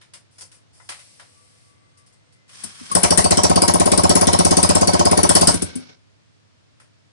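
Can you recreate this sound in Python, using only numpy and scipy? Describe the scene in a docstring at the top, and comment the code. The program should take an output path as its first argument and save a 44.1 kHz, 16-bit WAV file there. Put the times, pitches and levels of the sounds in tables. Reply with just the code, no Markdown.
"""A key clicks and scrapes into a scooter's lock, close by in a workshop. The fuel pump whirrs, the
starter cranks, and with the muffler off the single cylinder barks from its open port about 17 times
a second, each firing a pressure pulse and a jet of gas. Switched off, it coasts to rest over a low hum.
The two close microphones are opposite in polarity and differ in their treble."""
import sys
import numpy as np
from scipy import signal
from scipy.fft import rfft, irfft, next_fast_len
from scipy.io import wavfile
from scipy.ndimage import map_coordinates

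SR = 44100
rng = np.random.default_rng(int(sys.argv[2]) if len(sys.argv) > 2 else 0)


def unload_wav(signal):
    """Save mono or channel-first audio to the path in sys.argv[1] as 16-bit WAV at rate SR, clipped to [-1, 1]."""
    wavfile.write(
        sys.argv[1],
        SR,
        np.round(np.clip(np.atleast_2d(signal).T, -1, 1) * 32767).astype(np.int16),
    )


N = 313992

BLAST_DB, BLAST_DB_PER_HZ = 0.4, 0.4  # bark at the mean speed; gain per extra firing a second
RASP_DB, RASP_GROWS = -19, 0.7  # level at a normal charge; dB per dB of charge
CRACK_DB, CRACK_GROWS, CRACK_SCATTER_DB = -13, 1.26, 1.82
BLOW_S, BLOW_GROWS = 0.012, 0.55  # a fuller cylinder blows for longer
WHISTLE_HZ, WHISTLE_HZ_PER_DB, WHISTLE_SCATTER_HZ = 5030, 39.5, 258.3
# The gas jet's rasp, close up. Each row: frequency in Hz, spectral level in dB.
RASP_SPECTRUM = [(300, -1.5), (1200, -5), (1900, -6), (2600, -9), (3900, -6), (4900, 1.5), (5700, 0.5),
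                 (7000, -3.5), (10500, -16)]
# The jet's opening crack. Each row: frequency in Hz, spectral level in dB.
CRACK_SPECTRUM = [(1000, -34), (3000, -24.5), (6500, -21.5), (7600, -1.5), (8500, 8), (9000, 1.5),
                  (9600, 11), (10400, 0.5), (11000, -21.5)]
# Resonances of the exhaust port and cylinder head. Each row: frequency in Hz, width in Hz, lift in dB.
PORT_MODES = [(1933, 110, 5), (3047, 97, 7), (4910, 80, 1.5), (5200, 43, -4), (5710, 210, 3), (7180, 37, 1),
              (8710, 97, 2), (9390, 270, 0), (9870, 61, 1.5)]
def exhaust():
    """Each firing sends out a blast and a jet, whose crack and longer whistling rasp follow the charge."""
    times, speed, charge_db = firings()
    crack_luck, pitch_luck = rng.standard_normal((len(times), 2)).T
    bark = np.zeros((2, N))
    for s, db in zip(times, BLAST_DB + BLAST_DB_PER_HZ * (speed - speed.mean())):
        add(bark, s, amp(db) * blast(cut_hz=3500, scatter_db=1.5, detune=0.008, wet_db=-15))
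    pitch = WHISTLE_HZ + WHISTLE_HZ_PER_DB * charge_db + WHISTLE_SCATTER_HZ * pitch_luck
    blow_s = BLOW_S * amp(BLOW_GROWS * charge_db)
    rasp = noise(RASP_SPECTRUM) + amp(-9) * whistles(times, pitch, width_hz=120)
    rasp *= bursts(times, RASP_DB + RASP_GROWS * charge_db, rise=0.0022, hold=blow_s, t60=0.047)
    crack_db = CRACK_DB + CRACK_GROWS * charge_db + CRACK_SCATTER_DB * crack_luck
    crack = noise(CRACK_SPECTRUM) * bursts(times, crack_db, rise=0.0006, hold=0.0055, t60=0.032)
    eddies = amp(1.4 * wobble(450))  # the jet tears as it leaves
    jet = in_shop(rasp * eddies, wet_db=-1.5, build=0.001)
    jet += in_shop(crack * eddies, wet_db=-5.5, build=0.0053)
    return bark + recoloured(resonate(jet, PORT_MODES), times, depth_db=3, width_hz=450.6)


LOPE_DB, SETTLED_S, SETTLE_S = 2.5, 3.7, 0.2  # weak and strong firings alternate: depth, end, fade
CHARGE_SCATTER_DB = 1.5
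# Engine speed from first firing to switch-off. Each row: time in seconds, firings per second.
ENGINE_SPEED = [(2.95, 11.54), (3.05, 13.486), (3.241, 15.245), (3.591, 16.565), (4.105, 17.084),
                (4.864, 16.257), (4.921, 16.839), (5.5, 16.564)]
# How full the cylinder burns as the idle hunts. Each row: time in seconds, charge in dB.
CYLINDER_CHARGE = [(2.95, 3), (3.25, .5), (3.6, -0.15), (4.5, -0.2), (4.7, 4), (4.82, -2.1), (5.0, -3),
                   (5.3, 0.44), (5.47, 3.5)]
def firings():
    """One firing each time the crank completes a cycle: its time, the speed and the charge in dB."""
    t = np.arange(ENGINE_SPEED[0][0], ENGINE_SPEED[-1][0], 1 / SR)
    speed = np.interp(t, *np.transpose(ENGINE_SPEED))
    cycles = np.cumsum(speed) / SR
    count = np.arange(int(cycles[-1]) + 1)
    times = np.interp(count, cycles, t)
    lope = -LOPE_DB * np.cos(np.pi * count) * np.clip((SETTLED_S - times) / SETTLE_S, 0, 1)
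    scatter = CHARGE_SCATTER_DB * rng.standard_normal(len(count))
    charge_db = np.interp(times, *np.transpose(CYLINDER_CHARGE)) + lope + scatter
    return times, np.interp(times, t, speed), charge_db


# Resonances of the port and the space around it. Each row: frequency in Hz, arrival in seconds,
# swell in seconds, level in dB, left over right in dB.
BLAST_MODES = [(90.4, 0.0109, 0.017, -20, -4.5), (175, 0.0013, 0.012, -17, -1.5),
               (239, 0.0035, 0.0031, -12.5, 0), (271.1, 0.0031, 0.0078, -20.5, 7.5),
               (359.5, 0.00022, 0.0063, -14, -2.5), (442, 0.0037, 0.0036, -15.5, 4),
               (543, 0.0034, 0.012, -19.5, 1), (604, 0.0131, 0.0089, -20.5, 13),
               (710, 0.0131, 0.0041, -9.5, 3.5), (844, 0.018, 0.0049, -18, -4.5),
               (948.6, 0.024, 0.0073, -18, 1.5), (1065, 0.01815, 0.0025, -11, 5),
               (1290, 0.0053, 0.025, -37, 13.5), (1515, 0.0043, 0.0036, -28, 7),
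               (1750, 0.0003, 0.0013, -28, 3.5)]
# Phase between the microphones, polarity aside. Each row: frequency in Hz, the left's lead in radians.
LEFT_LEAD = [(85, 1.05), (175, 0.89), (260, 0.55), (365, 0.31), (700, 0.0027), (950, 0.86), (1100, 0.38),
             (1900, 0.19)]
def blast(cut_hz, scatter_db, detune, wet_db, life=0.045):
    """One pressure pulse: low resonances speak at once, middle ones as it returns from floor and walls."""
    t = np.arange(SR // 5) / SR
    hz, arrival, swell, db, lean_db = np.transpose(BLAST_MODES)[:, :, None]
    age = np.maximum(t - arrival, 0)
    size = amp(db + scatter_db * rng.standard_normal(hz.shape)) / np.sqrt(1 + (hz / cut_hz) ** 8)
    envelope = size * age / swell * np.exp(1 - age / swell - (t / life) ** 6)  # returns end together
    shifted_hz = hz * (1 + detune * rng.standard_normal(hz.shape))  # hot gas shifts the pitches
    phase = 2 * np.pi * shifted_hz * age
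    left = envelope * amp(lean_db / 2) * np.sin(phase)
    right = -envelope * amp(-lean_db / 2) * np.sin(phase - along(LEFT_LEAD, hz))
    return in_shop(np.array([left.sum(0), right.sum(0)]), wet_db, build=0.017)


def whistles(times, pitch, width_hz):
    """The jet sings in a narrow band, repitched at each firing and louder on the right; rms 1."""
    hz = pitch[np.maximum(np.searchsorted(times, np.arange(N) / SR) - 1, 0)]
    flutter = filtered(rng.standard_normal((2, 2, N)), lambda f: 1 / (1 + (f / width_hz) ** 2))
    phase = 2 * np.pi * np.cumsum(hz) / SR
    return unit((flutter[0] * np.sin(phase) + flutter[1] * np.cos(phase)) * amp([[-8], [0]]))


# Strokes while cranking and coasting; a slower crank has a longer swell. Each row: start in seconds,
# blast in dB, hiss in dB, ring pitch in Hz, ring level in dB, swell in seconds.
WEAK_STROKES = [(2.635, -27, -26.5, 225, -33.5, 0.01), (2.808, -30, -58, 245, -33, 0.0095),
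                (2.913, -22, -24, 1113, -15, 0.0066), (5.539, -2, -17, 183, -31, .009),
                (5.619, -3, -18.5, 186, -26, 0.011), (5.753, -17, -31, 254, -20, .013)]
def puffs(rough=0.4):
    """Weak strokes: a dull blast, one rough ringing resonance and a hiss past the valve."""
    times, _, hiss_db, *_ = np.transpose(WEAK_STROKES)
    t, thumps = np.arange(SR // 4) / SR, np.zeros((2, N))
    for s, db, _, hz, ring_db, swell in WEAK_STROKES:
        jitter = map_coordinates(rng.standard_normal(128), [t * hz / 4], mode="mirror")
        phase = 2 * np.pi * hz * t + rough * jitter
        tone = np.array([np.sin(phase), -0.65 * np.sin(phase - along(LEFT_LEAD, hz))])
        ring = t / swell * np.exp(1 - t / swell) * tone
        add(thumps, s, amp(db) * blast(cut_hz=380, scatter_db=1, detune=0.01, wet_db=-16))
        add(thumps, s, in_shop(amp(ring_db) * ring, wet_db=-19.5, build=0.02))
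    hiss = noise(CRACK_SPECTRUM) + amp(-8) * noise(RASP_SPECTRUM)
    hiss *= bursts(times, hiss_db, rise=0.00203, hold=0.0082, t60=0.077)
    return thumps + in_shop(hiss, wet_db=-12, build=0.0042)


# Valve gear and belt, running and coasting. Each row: time in seconds, level in dB.
RATTLE_LEVEL = [(2.9, -40), (3.0, -34.5), (5.5, -30.5), (5.6, -35.5), (5.93, -51), (5.98, -67), (6.1, -98)]
# Their rattle, close up. Each row: frequency in Hz, spectral level in dB.
RATTLE_SPECTRUM = [(88, -27.5), (150, -3), (313, -5.5), (1140, -19), (1520, -12.5), (1760, -20.5),
                   (5460, -13.5), (9700, -45), (10400, -31), (11000, -52), (14300, -82.5), (22000, -120)]
# Resonances of the engine case. Each row: frequency in Hz, width in Hz, lift in dB.
CASE_MODES = [(1540, 59.4, 7.5), (2223, 110, 13), (4883, 200, -5.5)]
def valve_gear():
    """Valve gear and belt rattle in the engine case until the crank stops."""
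    rattle = unit(resonate(noise(RATTLE_SPECTRUM), CASE_MODES))
    return level(RATTLE_LEVEL) * rattle * amp(2.2 * wobble(120))


# The starter cranking. Each row: time in seconds, level in dB.
STARTER_LEVEL = [(2.48, -57.5), (2.554, -44.5), (2.674, -40.5), (2.726, -45.5), (2.95, -38)]
# The grind of its gears. Each row: frequency in Hz, spectral level in dB.
STARTER_SPECTRUM = [(88, -40), (150, -6.5), (248, -14), (325, -20), (972, -16.5), (1080, -11.5),
                    (2520, -12.5), (3070, -15), (5460, -9.5), (7020, -16.5), (9530, -9), (10400, -20.5),
                    (11000, -44), (14300, -69), (22000, -120)]
# Resonances of its housing. Each row: frequency in Hz, width in Hz, lift in dB.
STARTER_MODES = [(1108, 120, 2), (3230, 230, 7), (4820, 90, 0.5), (5400, 180, 4.5), (7450, 68, 5)]
def starter():
    """The starter's gear teeth grind unevenly inside their housing."""
    teeth = amp(1.3 * wobble(140))
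    return level(STARTER_LEVEL) * unit(resonate(noise(STARTER_SPECTRUM), STARTER_MODES)) * teeth


# Key and switches, near the microphones. Each row: start in seconds, knock in dB, tick in dB.
KEY_CLICKS = [(0.012, -48, -56), (0.135, -44, -42), (0.382, -54, -44), (0.408, -56, -37),
              (0.515, -54, -49.5), (0.889, -32.5, -33.5), (0.918, -39, -52), (0.99, -46.5, -50),
              (1.195, -45, -52), (1.972, -66, -54.5), (2.062, -74, -56.5), (2.125, -74, -59.5),
              (2.323, -65, -60.5), (2.491, -50, -54), (6.798, -56, -56)]
# The key scraping in the lock. Each row: start in seconds, length in seconds, level in dB.
KEY_SCRAPES = [(0.302, .07, -62.5), (0.528, 0.036, -56), (0.724, 0.16, -57.5)]
# Hollow clunks of the plastic body. Each row: start in seconds, level in dB.
BODY_CLUNKS = [(0.798, -47), (.89, -40), (1.196, -44), (6.799, -53)]
# A knock on plastic. Each row: frequency in Hz, spectral level in dB.
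KNOCK_SPECTRUM = [(150, -24), (350, -16), (550, -4), (850, -9), (1150, -1), (1500, 0), (2000, -0.5),
                  (2700, 0), (4000, -2.5), (7000, -12)]
# Metal ticking or scraping. Each row: frequency in Hz, spectral level in dB.
METAL_SPECTRUM = [(1500, -8.5), (2500, -10), (3200, -8), (3900, -12.5), (5100, 2.5), (6500, -6), (8400, 0),
                  (9700, 4), (10600, -12.5)]
# A hollow body panel. Each row: frequency in Hz, spectral level in dB.
PANEL_SPECTRUM = [(250, -26), (500, -6), (750, -5), (1200, -3), (1500, -4), (1850, 1.5), (2300, -12),
                  (4000, -18), (8000, -40)]
def key_and_switches():
    """Plastic knocks and metal ticks, with soft scrapes and hollow clunks, ring on in the workshop."""
    times, knock_db, tick_db = np.transpose(KEY_CLICKS)
    starts, lengths, scrape_db = np.transpose(KEY_SCRAPES)
    knocks = bursts(times, knock_db, rise=0.0014, hold=0.0055, t60=0.11) * noise(KNOCK_SPECTRUM)
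    ticks = bursts(times, tick_db, rise=0.0011, hold=0.013, t60=0.085) * noise(METAL_SPECTRUM)
    scrapes = bursts(starts, scrape_db, rise=0.01, hold=lengths, t60=0.11) * noise(METAL_SPECTRUM)
    clunks = bursts(*np.transpose(BODY_CLUNKS), rise=0.0018, hold=0.0034, t60=0.061)
    clunks = clunks * noise(PANEL_SPECTRUM)
    return in_shop(knocks + ticks + scrapes + clunks, wet_db=-2.5, build=0.0049)


KEY_ON_S, TONE_FADE_S = 0.9, 0.092
# The fuel pump's whirr, faint even close up. Each row: time in seconds, level in dB.
WHIRR_LEVEL = [(0.9, -63.5), (0.96, -46.5), (1.1, -49.5), (1.25, -53.5), (1.7, -58), (1.8, -73), (2.3, -85)]
# The colour of that whirr. Each row: frequency in Hz, spectral level in dB.
WHIRR_SPECTRUM = [(300, -24.5), (550, -5), (800, -15.5), (1200, -25), (2200, -6), (3500, -7.5),
                  (5200, -0.5), (6800, -9), (8400, 0.5), (10400, -4.5)]
# Faint key-on tones of the fuel pump, idle valve and ignition electronics, at the left microphone.
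# Each row: frequency in Hz, level in dB, end in seconds.
KEY_ON_TONES = [(500, -68.5, 2.53), (1155, -65, 2.17), (2050, -69, 2.7), (8210, -71, 2.4)]
def key_on():
    """The fuel pump primes with a soft whirr; pump, idle valve and ignition electronics sing faintly."""
    t, tones = np.arange(N) / SR, np.zeros(N)
    wavering_time = np.cumsum(1 + 0.00342 * wobble(13)) / SR
    for hz, db, until in KEY_ON_TONES:
        running = np.clip(np.minimum(t - KEY_ON_S, until - t) / TONE_FADE_S, 0, 1)
        tones += running * amp(db + 3.2 * wobble(18)) * np.sin(2 * np.pi * hz * wavering_time)
    return noise(WHIRR_SPECTRUM) * level(WHIRR_LEVEL) + tones * np.array([[1], [-0.27]])


# The workshop's room tone. Each row: frequency in Hz, spectral level in dB.
ROOM_TONE = [(15, -77), (25, -41), (69, -17.5), (101, -4), (197, -13.5), (218, -15), (281, -14), (381, -20),
             (422, -20.5), (668, -21), (740, -24.5), (1200, -25), (5120, -29), (9930, -40.5), (11000, -53),
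             (14300, -87), (22000, -120)]
def workshop():
    """Quiet air with the steady hum of a fan or compressor."""
    hum_hz = 101 + 2.2 * wobble(6.4)
    hum = np.sin(2 * np.pi * np.cumsum(hum_hz) / SR) * amp(wobble(3.6))
    return amp(-58.5) * noise(ROOM_TONE) + amp(-59.5) * hum * np.array([[-0.4], [1.3]])


# The workshop's reverberation. Each row: frequency in Hz, seconds to fall by 60 dB.
SHOP_T60 = [(100, 0.23), (600, 0.27), (3000, 0.2), (10000, 0.19)]
def in_shop(x, wet_db, build):
    """A sound plus the workshop's diffuse answer, which swells over `build` seconds as the walls reply."""
    hz, t, spectra = signal.stft(rng.standard_normal((2, SR // 2)), SR, nperseg=256)
    envelope = amp(-60 * t / along(SHOP_T60, hz)[:, None]) * (1 - np.exp(-(t / build) ** 2))
    tail = signal.istft(spectra * envelope, SR, nperseg=256)[1]
    wet = signal.fftconvolve(x, tail / np.linalg.norm(tail[0]), axes=1)
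    return x + amp(wet_db) * wet[:, :x.shape[1]]


# How alike the two microphones hear. Each row: frequency in Hz, left-right correlation.
MIC_LIKENESS = [(60, -0.034), (270, -0.61), (600, -0.375), (1200, -0.23), (2500, -0.24), (5000, -0.155),
                (11000, -0.13)]
# Their balance. Each row: frequency in Hz, left over right in dB.
MIC_BALANCE = [(60, -4), (110, 2.5), (340, 2), (1100, 3), (2000, 2.5), (3200, 0.5), (4000, -3.5),
               (4900, -10), (5900, -3), (7000, 3.5), (8500, 15), (9700, 20.5), (10500, 20.5)]
def noise(spectrum):
    """Coloured noise of rms 1 as the two microphones hear it."""
    def mid_side(hz):
        turn = np.arccos(np.clip(along(MIC_LIKENESS, hz), -1, 1)) / 2
        return amp(along(spectrum, hz)) * [np.cos(turn), np.sin(turn)]

    def left_right(hz):
        pan = np.arctan(amp(along(MIC_BALANCE, hz)))
        return np.array([np.sin(pan), np.cos(pan)])

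    mid, side = filtered(rng.standard_normal((2, N)), mid_side)
    return unit(filtered(np.array([mid + side, mid - side]), left_right))


def resonate(x, modes):
    """x through a body's resonances, each a bump of (Hz, width in Hz, dB)."""
    return filtered(x, lambda f: amp(sum(db / (1 + (2 * (f - hz) / bw) ** 2) for hz, bw, db in modes)))


def recoloured(x, times, depth_db, width_hz):
    """Each event, from its time until the next, gets random humps in its spectrum."""
    hz, t, spectra = signal.stft(x, SR, nperseg=512)
    knots = rng.standard_normal((len(times) + 1, 128))
    humps = np.array([map_coordinates(row, [hz / width_hz], mode="mirror") for row in knots])
    gain = amp(depth_db * humps[np.searchsorted(times, t + 0.004)].T)
    return signal.istft(spectra * unit(gain), SR, nperseg=512)[1][:, :N]


def bursts(times, sizes_db, rise, hold, t60):
    """Envelope of bursts that rise, hold and die (all in seconds); their powers add."""
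    t, power = np.arange(SR // 2) / SR, np.zeros(N)
    for s, db, held in np.broadcast(times, sizes_db, hold):
        shape = (1 - np.exp(-(t / rise) ** 2)) * amp(db - 60 * np.maximum(t - held, 0) / t60)
        add(power, s, shape ** 2)
    return np.sqrt(power)


def level(rows):
    """Gain per sample from (seconds, dB) rows, silent outside them."""
    return amp(np.interp(np.arange(N) / SR, *np.transpose(rows), left=-120, right=-120))


def wobble(rate):
    """A smooth random curve, rate knots a second."""
    return map_coordinates(rng.standard_normal(int(N * rate / SR) + 4), [np.arange(N) * rate / SR])


def filtered(x, response):
    """x with its spectrum multiplied by response(Hz)."""
    size = next_fast_len(N + SR // 2)
    return irfft(rfft(x, size) * response(np.fft.rfftfreq(size, 1 / SR)), size)[..., :N]


def along(points, hz):
    """Interpolate (Hz, value) points on a log frequency axis."""
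    freqs, values = np.transpose(points)
    return np.interp(np.log(hz + 1), np.log(freqs + 1), values)


def add(track, s, x):
    """Mix x into the track at s seconds."""
    part = track[..., max(round(s * SR), 0):][..., :x.shape[-1]]
    part += x[..., :part.shape[-1]]


def amp(db):
    """Decibels to gain."""
    return 10 ** (np.asarray(db) / 20)


def unit(x):
    """Scaled to rms 1."""
    return x / np.sqrt(np.mean(x ** 2) + 1e-20)


def scene():
    """The scooter and the workshop at the two close microphones."""
    return exhaust() + puffs() + key_and_switches() + key_on() + starter() + valve_gear() + workshop()


CEILING, TOP_HZ = 0.76, 10650
def record(dry):
    """The camera rounds off the highest peaks and keeps nothing above its band limit."""
    rounded = dry / (1 + np.abs(dry / CEILING) ** 8) ** (1 / 8)
    return filtered(rounded, lambda hz: 1 / np.sqrt(1 + (hz / TOP_HZ) ** 140))


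dry = scene()
out = record(dry)
unload_wav(out)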